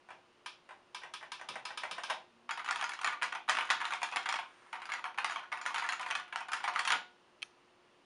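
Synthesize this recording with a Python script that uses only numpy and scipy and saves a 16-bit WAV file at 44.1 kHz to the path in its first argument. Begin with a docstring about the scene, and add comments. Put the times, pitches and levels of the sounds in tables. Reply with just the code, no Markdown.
"""A soft clack opens the scene over faint hum and air: a key at the left edge rises in a small quiet room.
One finger taps that key faster and faster, a faint low tone slips in, then fast typing follows.
Every buckling-spring contact layers a sharp snap, a short rattle of cap and spring, ringing and room answer.
The left key rings its own cap and spring, the other keys ring the steel plate; heavy strokes thump the desk.
Hands brush the caps between two runs, and one small dry click close to the microphone ends the scene."""
import sys
import numpy as np
from scipy import signal
from scipy.fft import rfft, irfft, next_fast_len
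from scipy.io import wavfile

SR = 44100
rng = np.random.default_rng(int(sys.argv[2]) if len(sys.argv) > 2 else 0)


def unload_audio(sound):
    """Save the sound as a 16-bit wav file, at the path given as the first command line argument."""
    columns = np.transpose(np.atleast_2d(sound))
    # keep every value between -1 and 1, then stretch to whole-number steps
    steps = np.round(np.clip(columns, -1, 1) * 32767)
    wavfile.write(sys.argv[1], SR, steps.astype(np.int16))


N = 355005  # samples in the scene
TOP_HZ = 11300  # top of the band
LENGTH = 16384  # samples in each short sound
T = np.arange(LENGTH) / SR  # time axis of a short sound, s
HZ = np.fft.rfftfreq(LENGTH, 1 / SR)

# Levels in the tables are relative; each source sets its own overall level.
# still air of the room: [f/Hz, level/dB]
AIR_COLOUR = [(15, -30), (35, -31), (60, -31), (100, -23), (250, -17), (500, -16.5), (800, -17.5),
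              (1080, -16), (1600, -21.5), (2400, -24), (2800, -21.5), (3400, -27.5), (4600, -31),
              (7000, -38), (11000, -45.5)]
# steady hum: [f/Hz, level/dB]
HUM_TONES = [(358, -77), (38.5, -99.5)]
# the room's decay: [f/Hz, t60/s]
ROOM_DECAY = [(200, 0.6), (550, 0.34), (1400, 0.24), (3700, 0.33), (9700, 0.19)]
# the microphone's port, a notch and a small rise above it: [f/Hz, level/dB]
MIC_PORT = [(7000, 1), (7500, -0.5), (7900, -7.5), (8400, 3), (9400, 4), (10500, -1)]

# heavy strokes that thump the desk: [t/s, level/dB]
DESK_THUMPS = [(1.491, -52), (1.555, -56), (1.913, -55.5), (2.102, -61), (2.745, -59.5), (3.229, -59),
               (6.922, -50)]
# the desk under the keyboard: [f/Hz, level/dB]
DESK_COLOUR = [(40, -32), (80, -22), (150, -5), (300, -5), (600, -0.5), (1500, -62)]

# the two stages of the small close click: [t/s, level/dB]
CLICK_STAGES = [(7.4203, -49.5), (7.4278, -39)]
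# colour of its crack: [f/Hz, level/dB]
CRACK_COLOUR = [(50, -42), (200, -23), (1200, -3), (2800, -4), (4400, -8), (6200, -4), (7000, -20),
                (10400, -6)]
# ringing of the small clicking part: [f/Hz, level/dB, t60/s]
CLICK_RINGING = [(1260, -12, 0.036), (1650, -19, .04), (1860, -28, .04), (2310, -4, 0.018),
                 (2560, 0, 0.023), (3170, 1.5, 0.019), (4250, -2, 0.01), (5980, -10, .008),
                 (10400, -19, .006)]

# keys at the left edge going down: [t/s]
LEFT_PRESSES = [0.46, 0.946, 1.137, 1.318, 1.487, 1.652, 1.774, 1.911, 2.035, 2.101]
# the left key rising against its stop: [t/s, level/dB]
LEFT_RETURNS = [(0.104, -36), (0.707, -37.5), (1.034, -32.5), (1.227, -34), (1.412, -32.5), (1.555, -28.5),
                (1.704, -31.5), (1.834, -24), (1.981, -28), (2.098, -22), (2.106, -26)]
# colour of the left key going down: [f/Hz, level/dB]
LEFT_DOWN_COLOUR = [(100, -27), (400, -18.5), (700, -7), (1000, 2.5), (1500, 3), (1950, -4), (2400, 4),
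                    (3700, -1.5), (4500, -6.5), (5100, -7), (5800, -7), (6500, -15.5), (8700, -14.5),
                    (10600, -13)]
# colour of the left key rising, shared by the brushing hands: [f/Hz, level/dB]
LEFT_UP_COLOUR = [(40, -45), (120, -24), (380, -23), (550, -7.5), (750, -2.5), (1000, -1), (1600, -1),
                  (2600, -8.5), (4000, -17), (6000, -19), (7500, -22.5), (8800, -21), (10600, -30)]
# ringing of the left key's cap and spring: [f/Hz, level/dB, t60/s]
LEFT_KEY_RINGING = [(994, 10.5, 0.15), (1255, 11.5, 0.1), (1600, 16, 0.072), (2380, -4, 0.13),
                    (3040, 4.5, 0.2), (3400, 2, 0.2), (3740, 3, 0.21), (5870, -2, 0.1), (8680, -19, .12),
                    (10540, -12, 0.2)]
# level of the first press, and its growth as the finger speeds up
PRESS_DB, PRESS_GROWS_DB_PER_S = -28.3, 1.6
# the rising cap comes loose this long before its stop, at one soft level
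LOOSEN_S, LOOSEN_DB = 0.017, -40.5

# typed keys whose spring buckles with a bright snap: [t/s, level/dB]
SPRING_BUCKLES = [(2.509, -23.5), (2.709, -19.5), (2.759, -24.5), (2.841, -23), (2.893, -27.5),
                  (2.935, -31), (3.014, -30), (3.045, -18), (3.229, -19.5), (3.495, -13.5), (3.702, -15),
                  (3.708, -15.5), (3.853, -24.5), (3.935, -24.5), (4.03, -19.5), (4.16, -21), (4.289, -20),
                  (4.325, -22.5), (4.855, -34), (4.919, -22.5), (4.937, -25.5), (5.245, -18),
                  (5.308, -29.5), (5.613, -29), (5.662, -20), (5.744, -23), (5.781, -23.5), (5.864, -32.5),
                  (5.889, -20), (5.923, -22), (6.152, -21), (6.359, -22), (6.518, -25.5), (6.533, -20),
                  (6.792, -18.5), (6.851, -23.5), (6.875, -17.5), (6.92, -16.5)]
# typed keys that hit their stop with a hard, duller clack: [t/s, level/dB]
STOP_CLACKS = [(2.661, -28.5), (2.678, -26), (2.688, -20), (2.812, -23), (2.918, -29.5), (2.99, -29),
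               (3.061, -22), (3.074, -18), (3.222, -19.5), (3.51, -27), (3.551, -23.5), (3.57, -19.5),
               (3.586, -18), (3.609, -20), (3.844, -28), (4.017, -24), (4.169, -19), (4.358, -24.5),
               (4.9, -30), (5.185, -18.5), (5.321, -28), (5.76, -20.5), (5.795, -27), (6.029, -28.5),
               (6.103, -23), (6.11, -20), (6.198, -30.5), (6.904, -14), (6.932, -19.5)]
# deep strokes that knock the case and set the plate ringing: [t/s, level/dB]
CASE_KNOCKS = [(3.35, -27.5), (4.123, -27), (4.34, -24.5), (4.388, -25.5), (4.755, -33), (5.041, -27),
               (5.053, -28), (5.359, -25.5), (5.393, -34.5), (5.703, -29.5), (5.995, -27), (6.406, -30.5),
               (6.484, -31), (6.677, -20.5)]
# loose caps rattling as a finger pushes or lets go: [t/s, level/dB]
CAP_RATTLES = [(2.491, -25.5), (2.574, -27.5), (2.594, -28), (2.793, -28.5), (2.824, -23), (3.125, -26),
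               (3.323, -25), (3.488, -19), (3.803, -23.5), (3.813, -23.5), (3.906, -25.5), (3.922, -23),
               (4.258, -22), (4.663, -49), (4.728, -26.5), (4.801, -43), (4.818, -31.5), (4.891, -29.5),
               (4.983, -32.5), (5.145, -43), (5.295, -26), (5.432, -37), (5.525, -23), (5.573, -32),
               (5.822, -24), (5.842, -24.5), (6.062, -26.5), (6.278, -42.5), (6.325, -28), (6.603, -33.5),
               (6.64, -21), (6.76, -19.5)]
# a fingertip lands on a cap just before driving it down: [t/s]
FINGER_LANDINGS = [3.032, 3.215, 3.479, 3.691, 5.176, 5.517, 5.654, 6.752]
LANDING_DB = -29  # the same for every landing
# the fastest runs, in which neighbouring caps tick faintly at random: [start t/s, end t/s]
FAST_RUNS = [(2.68, 3.17), (3.52, 4.31), (5.2, 5.34), (5.68, 6.2), (6.53, 6.92)]
TICKS_PER_S, TICK_DB, TICK_SCATTER_DB = 18, -36, 3.5
# colour of the typed keys: [f/Hz, level/dB]
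TYPED_COLOUR = [(25, -52), (60, -39), (120, -35), (300, -24), (450, -24.5), (670, -11.5), (790, -5),
                (950, 1.5), (1500, -0.5), (2300, -4), (3300, -10.5), (4700, -17), (7000, -20), (8600, -26),
                (10200, -25)]
# ringing of the steel plate and case: [f/Hz, level/dB, t60/s]
PLATE_RINGING = [(509.3, -16.5, 0.32), (724, -6, 0.44), (743, -3.5, 0.23), (913, 8.5, 0.19),
                 (988, -12, 0.099), (1210, 5, 0.21), (1454, -2.5, 0.42), (1800, -6, 0.14), (2020, -8, 0.12),
                 (3640, -16, 0.19), (4260, -4.5, 0.18), (5550, -14, 0.089)]


def amp(db):
    """Decibels to gain."""
    return 10 ** (np.asarray(db) / 20)


def unit(x):
    """Scale to rms 1."""
    return x / np.sqrt(np.mean(x ** 2) + 1e-20)


def burst(x):
    """Scale a short sound to the energy of 10 ms at rms 1."""
    return x / np.sqrt(np.sum(x ** 2) * 100 / SR + 1e-20)


def along(points, hz):
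    """Read (Hz, value) points on a log frequency axis."""
    f, value = np.transpose(points)
    return np.interp(np.log(hz + 1), np.log(f), value)


def fade(t60, t=T):
    """Exponential decay, 60 dB down after t60 seconds."""
    return np.exp(-np.log(1000) * t / t60)


def onset(rise):
    """Gain that swells from silence with time constant rise in seconds."""
    return 1 - np.exp(-T / rise)


def swell(start, end, attack, release):
    """Gain that rises from start, holds until end and then falls away; all in seconds."""
    t = np.arange(N) / SR
    return np.clip((t - start) / attack, 0, 1) * np.clip(1 - (t - end) / release, 0, 1)


def causal(db):
    """Minimum-phase response for a dB curve, so that nothing sounds before the blow."""
    cepstrum = irfft(np.log(amp(db)))
    # fold the second half of the cepstrum onto the first
    cepstrum[1:LENGTH // 2] *= 2
    cepstrum[LENGTH // 2 + 1:] = 0
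    return np.exp(rfft(cepstrum))


def through(x, response):
    """Filter a short sound."""
    return irfft(rfft(x) * response)


def add(track, s, sound):
    """Mix a sound into the track at time s in seconds."""
    part = track[max(round(s * SR), 0):][:len(sound)]
    part += sound[:len(part)]


def noise(colour, spiky=0):
    """Long noise of rms 1 in a given colour; spiky makes it grainy."""
    size = next_fast_len(N)
    grains = rng.standard_normal(size) * np.exp(spiky * rng.standard_normal(size))
    gain = amp(along(colour, np.fft.rfftfreq(size, 1 / SR)))
    return unit(irfft(rfft(grains) * gain, size)[:N])


def room_tone(air_db=-68):
    """Soft air noise with a steady hum of pure tones."""
    t = np.arange(N) / SR
    air = amp(air_db) * noise(AIR_COLOUR)
    hum = sum(amp(db) * unit(np.sin(2 * np.pi * hz * t)) for hz, db in HUM_TONES)
    return air + hum


def room_tail():
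    """A diffuse answer of energy 1 that builds within milliseconds; each frequency dies at its own speed."""
    hz, t, bands = signal.stft(rng.standard_normal(LENGTH), SR, nperseg=256)
    decaying = bands * fade(along(ROOM_DECAY, hz)[:, None], t)
    tail = signal.istft(decaying, SR, nperseg=256)[1][:LENGTH]
    tail = tail * onset(0.008)
    return tail / np.linalg.norm(tail)


def low_tone(start=2.33, end=2.49, pitch_hz=243, waver_hz=12, waver_per_s=3.5, level_db=-73):
    """A faint low tone before the first run; its pitch dips and then rises a little."""
    t = np.arange(N) / SR
    hz = pitch_hz - waver_hz * np.sin(2 * np.pi * waver_per_s * (t - start))
    tone = unit(np.sin(2 * np.pi * np.cumsum(hz) / SR))
    return amp(level_db) * swell(start, end, attack=0.024, release=0.04) * tone


def hands(start=4.35, end=4.72, level_db=-65):
    """Fingertips brush the loose caps without pressing them while the hands shift between two runs."""
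    brush = noise(LEFT_UP_COLOUR, spiky=0.37)
    return amp(level_db) * swell(start, end, attack=0.12, release=0.08) * brush


def snap(t60, scrape, rise=0.00044):
    """One hard impact with a short scraping contact around it; scrape is the scraping's gain."""
    scraping = burst(rng.standard_normal(LENGTH) * fade(t60) * onset(rise))
    impact = burst(signal.unit_impulse(LENGTH, round(0.0005 * SR)))
    return scrape * scraping + impact


def rattle(t60, rise, spiky):
    """Loose parts chatter: dense micro-impacts of uneven size that die away."""
    impacts = rng.standard_normal(LENGTH) * np.exp(spiky * rng.standard_normal(LENGTH))
    return impacts * fade(t60) * onset(rise)


def ring(modes, scatter_db, rise, count):
    """Ringing for count blows: each strikes the modes at new strengths, since it lands on another spot."""
    hz, db, t60 = np.transpose(modes)
    chance = rng.standard_normal((count, 3, len(hz)))
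    size = amp(db + scatter_db * chance[:, 0])
    phase = np.arctan2(chance[:, 1], chance[:, 2])
    swing = fade(t60[:, None]) * np.exp(2j * np.pi * hz[:, None] * T) * onset(rise)
    ringing = ((size * np.exp(1j * phase)) @ swing).imag
    return [burst(x) for x in ringing]


def desk():
    """Keys that bottom out hard push the desk top into a soft, low thump."""
    track = np.zeros(N)
    wood = causal(along(DESK_COLOUR, HZ))
    for s, db in DESK_THUMPS:
        thump = rattle(t60=0.24, rise=0.0074, spiky=0.16)
        add(track, s, amp(db) * burst(through(thump, wood)))
    return track


def close_click(room_db=-17, crack_db=-6):
    """A light tick, then a snap, so near that the room hardly answers."""
    track = np.zeros(N)
    body = causal(along(CRACK_COLOUR, HZ))
    for s, db in CLICK_STAGES:
        crack = burst(through(snap(t60=0.023, scrape=1.0), body))
        echo = amp(room_db) * signal.fftconvolve(crack, room_tail())[:LENGTH]
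        ringing = ring(CLICK_RINGING, scatter_db=0.5, rise=0.0002, count=1)[0]
        add(track, s, amp(db) * (ringing + amp(crack_db) * crack + echo))
    return track


def keystrokes(rows, colour, modes, level_db, snap_db, knock_db, treble_db, snap_t60, scrape,
               rattle_t60, spiky, ring_db, room_db, vary_db, same_spot):
    """Snap (snap_db over the rattle), rattle and room answer share the key's colour; the blow rings its modes."""
    track = np.zeros(N)
    # a deep stroke knocks the case, a crisp one brightens the spring
    knock_share = np.interp(HZ, [300, 600, 1050, 1350], [0, 1, 1, 0])
    treble_share = 1 - 1 / (1 + (HZ / 3500) ** 8)
    touch_db = knock_db * knock_share + treble_db * treble_share
    touch = causal(touch_db)
    knots = np.geomspace(600, TOP_HZ, 56)  # Hz, where caps differ in colour
    # strokes on the same spot share part of their resonances, rattle and paths through the room
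    share = np.clip(same_spot, 0, 1)

    def blend(usual, new):
        """Mix the shared and the new part at constant power."""
        return np.sqrt(share) * usual + np.sqrt(1 - share) * new

    def new_cap():
        """Random resonances of one cap."""
        return rng.standard_normal(len(knots))

    def new_rattle():
        """Fresh chatter of one cap and spring."""
        return burst(rattle(rattle_t60, 0.00036, spiky))

    usual_cap, usual_rattle, usual_tail = new_cap(), new_rattle(), room_tail()
    rings = ring(modes, scatter_db=3.5, rise=0.011, count=len(rows))
    for (s, db), rung in zip(rows, rings):
        cap_db = vary_db * np.interp(HZ, knots, blend(usual_cap, new_cap()), left=0)
        body = causal(along(colour, HZ) + touch_db + cap_db)
        impact = amp(snap_db) * burst(through(snap(snap_t60, scrape), body))
        chatter = burst(through(blend(usual_rattle, new_rattle()), body))
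        ringing = amp(ring_db) * burst(through(rung, touch))
        echo = amp(room_db) * burst(through(blend(usual_tail, room_tail()), body))
        add(track, s, amp(level_db + db) * (burst(impact + chatter) + ringing + echo))
    return track


def left_key():
    """The repeated key: a bright buckle going down; rising, the cap comes loose, then clacks dully."""
    presses = [(s, PRESS_DB + PRESS_GROWS_DB_PER_S * (s - LEFT_PRESSES[0])) for s in LEFT_PRESSES]
    down = keystrokes(
        presses, LEFT_DOWN_COLOUR, LEFT_KEY_RINGING,
        level_db=-12.0, snap_db=-11, knock_db=-0.5, treble_db=1.1,
        snap_t60=0.035, scrape=3.4, rattle_t60=0.052, spiky=0.63,
        ring_db=-6, room_db=-2.0, vary_db=2.5, same_spot=0.81)
    loosenings = [(s - LOOSEN_S, LOOSEN_DB) for s, db in LEFT_RETURNS]
    up = keystrokes(
        list(LEFT_RETURNS) + loosenings, LEFT_UP_COLOUR, LEFT_KEY_RINGING,
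        level_db=-12.5, snap_db=-15, knock_db=1.6, treble_db=-6.0,
        snap_t60=0.0064, scrape=2.7, rattle_t60=0.071, spiky=0.66,
        ring_db=-9.5, room_db=-0.5, vary_db=3.5, same_spot=0.37)
    return down + up


def ticks():
    """Faint touches scattered around an even grid through each run, as rows of t/s, level/dB."""
    slots = np.concatenate([np.arange(start, end, 1 / TICKS_PER_S) for start, end in FAST_RUNS])
    late, size = rng.standard_normal((len(slots), 2)).T
    times = slots + late / TICKS_PER_S / np.pi
    return np.column_stack([times, TICK_DB + TICK_SCATTER_DB * size])


def typing():
    """Overlapping keystrokes all over the board: each kind of contact has its own hardness and brightness."""
    board = dict(colour=TYPED_COLOUR, modes=PLATE_RINGING, snap_t60=0.012, scrape=2.23,
                 rattle_t60=0.069, spiky=0.98, room_db=-3.0, vary_db=4.0, same_spot=0.094)
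    buckles = keystrokes(SPRING_BUCKLES, level_db=-12, snap_db=-1.1,
                         knock_db=-1, treble_db=2, ring_db=-13, **board)
    clacks = keystrokes(STOP_CLACKS, level_db=-13.5, snap_db=2.0,
                        knock_db=-2.2, treble_db=-6.0, ring_db=-9, **board)
    knocks = keystrokes(CASE_KNOCKS, level_db=-10.5, snap_db=-5.5,
                        knock_db=4, treble_db=-4.5, ring_db=-6.5, **board)
    loose = list(CAP_RATTLES) + [(s, LANDING_DB) for s in FINGER_LANDINGS]
    rattles = keystrokes(loose, level_db=-12.0, snap_db=-10.5,
                         knock_db=-0.2, treble_db=-5.9, ring_db=-9.5, **board)
    faint = keystrokes(ticks(), level_db=-14.5, snap_db=-5.5,
                       knock_db=-2.5, treble_db=3, ring_db=-19, **board)
    return buckles + clacks + knocks + rattles + faint


def scene():
    """Room, low tone, hands, desk, click and keyboard at one microphone."""
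    background = room_tone() + low_tone() + hands()
    keyboard = desk() + left_key() + typing()
    return (background + close_click() + keyboard)[None]


def record(dry):
    """The microphone port colours the treble; the top of the band rolls off steeply."""
    size = next_fast_len(N + SR // 2)
    hz = np.fft.rfftfreq(size, 1 / SR)
    roll_off = (hz < TOP_HZ + 250) / np.sqrt(1 + (hz / 10500) ** 80)
    return irfft(rfft(dry, size) * amp(along(MIC_PORT, hz)) * roll_off, size)[:, :N]


dry = scene()
out = record(dry)
unload_audio(out)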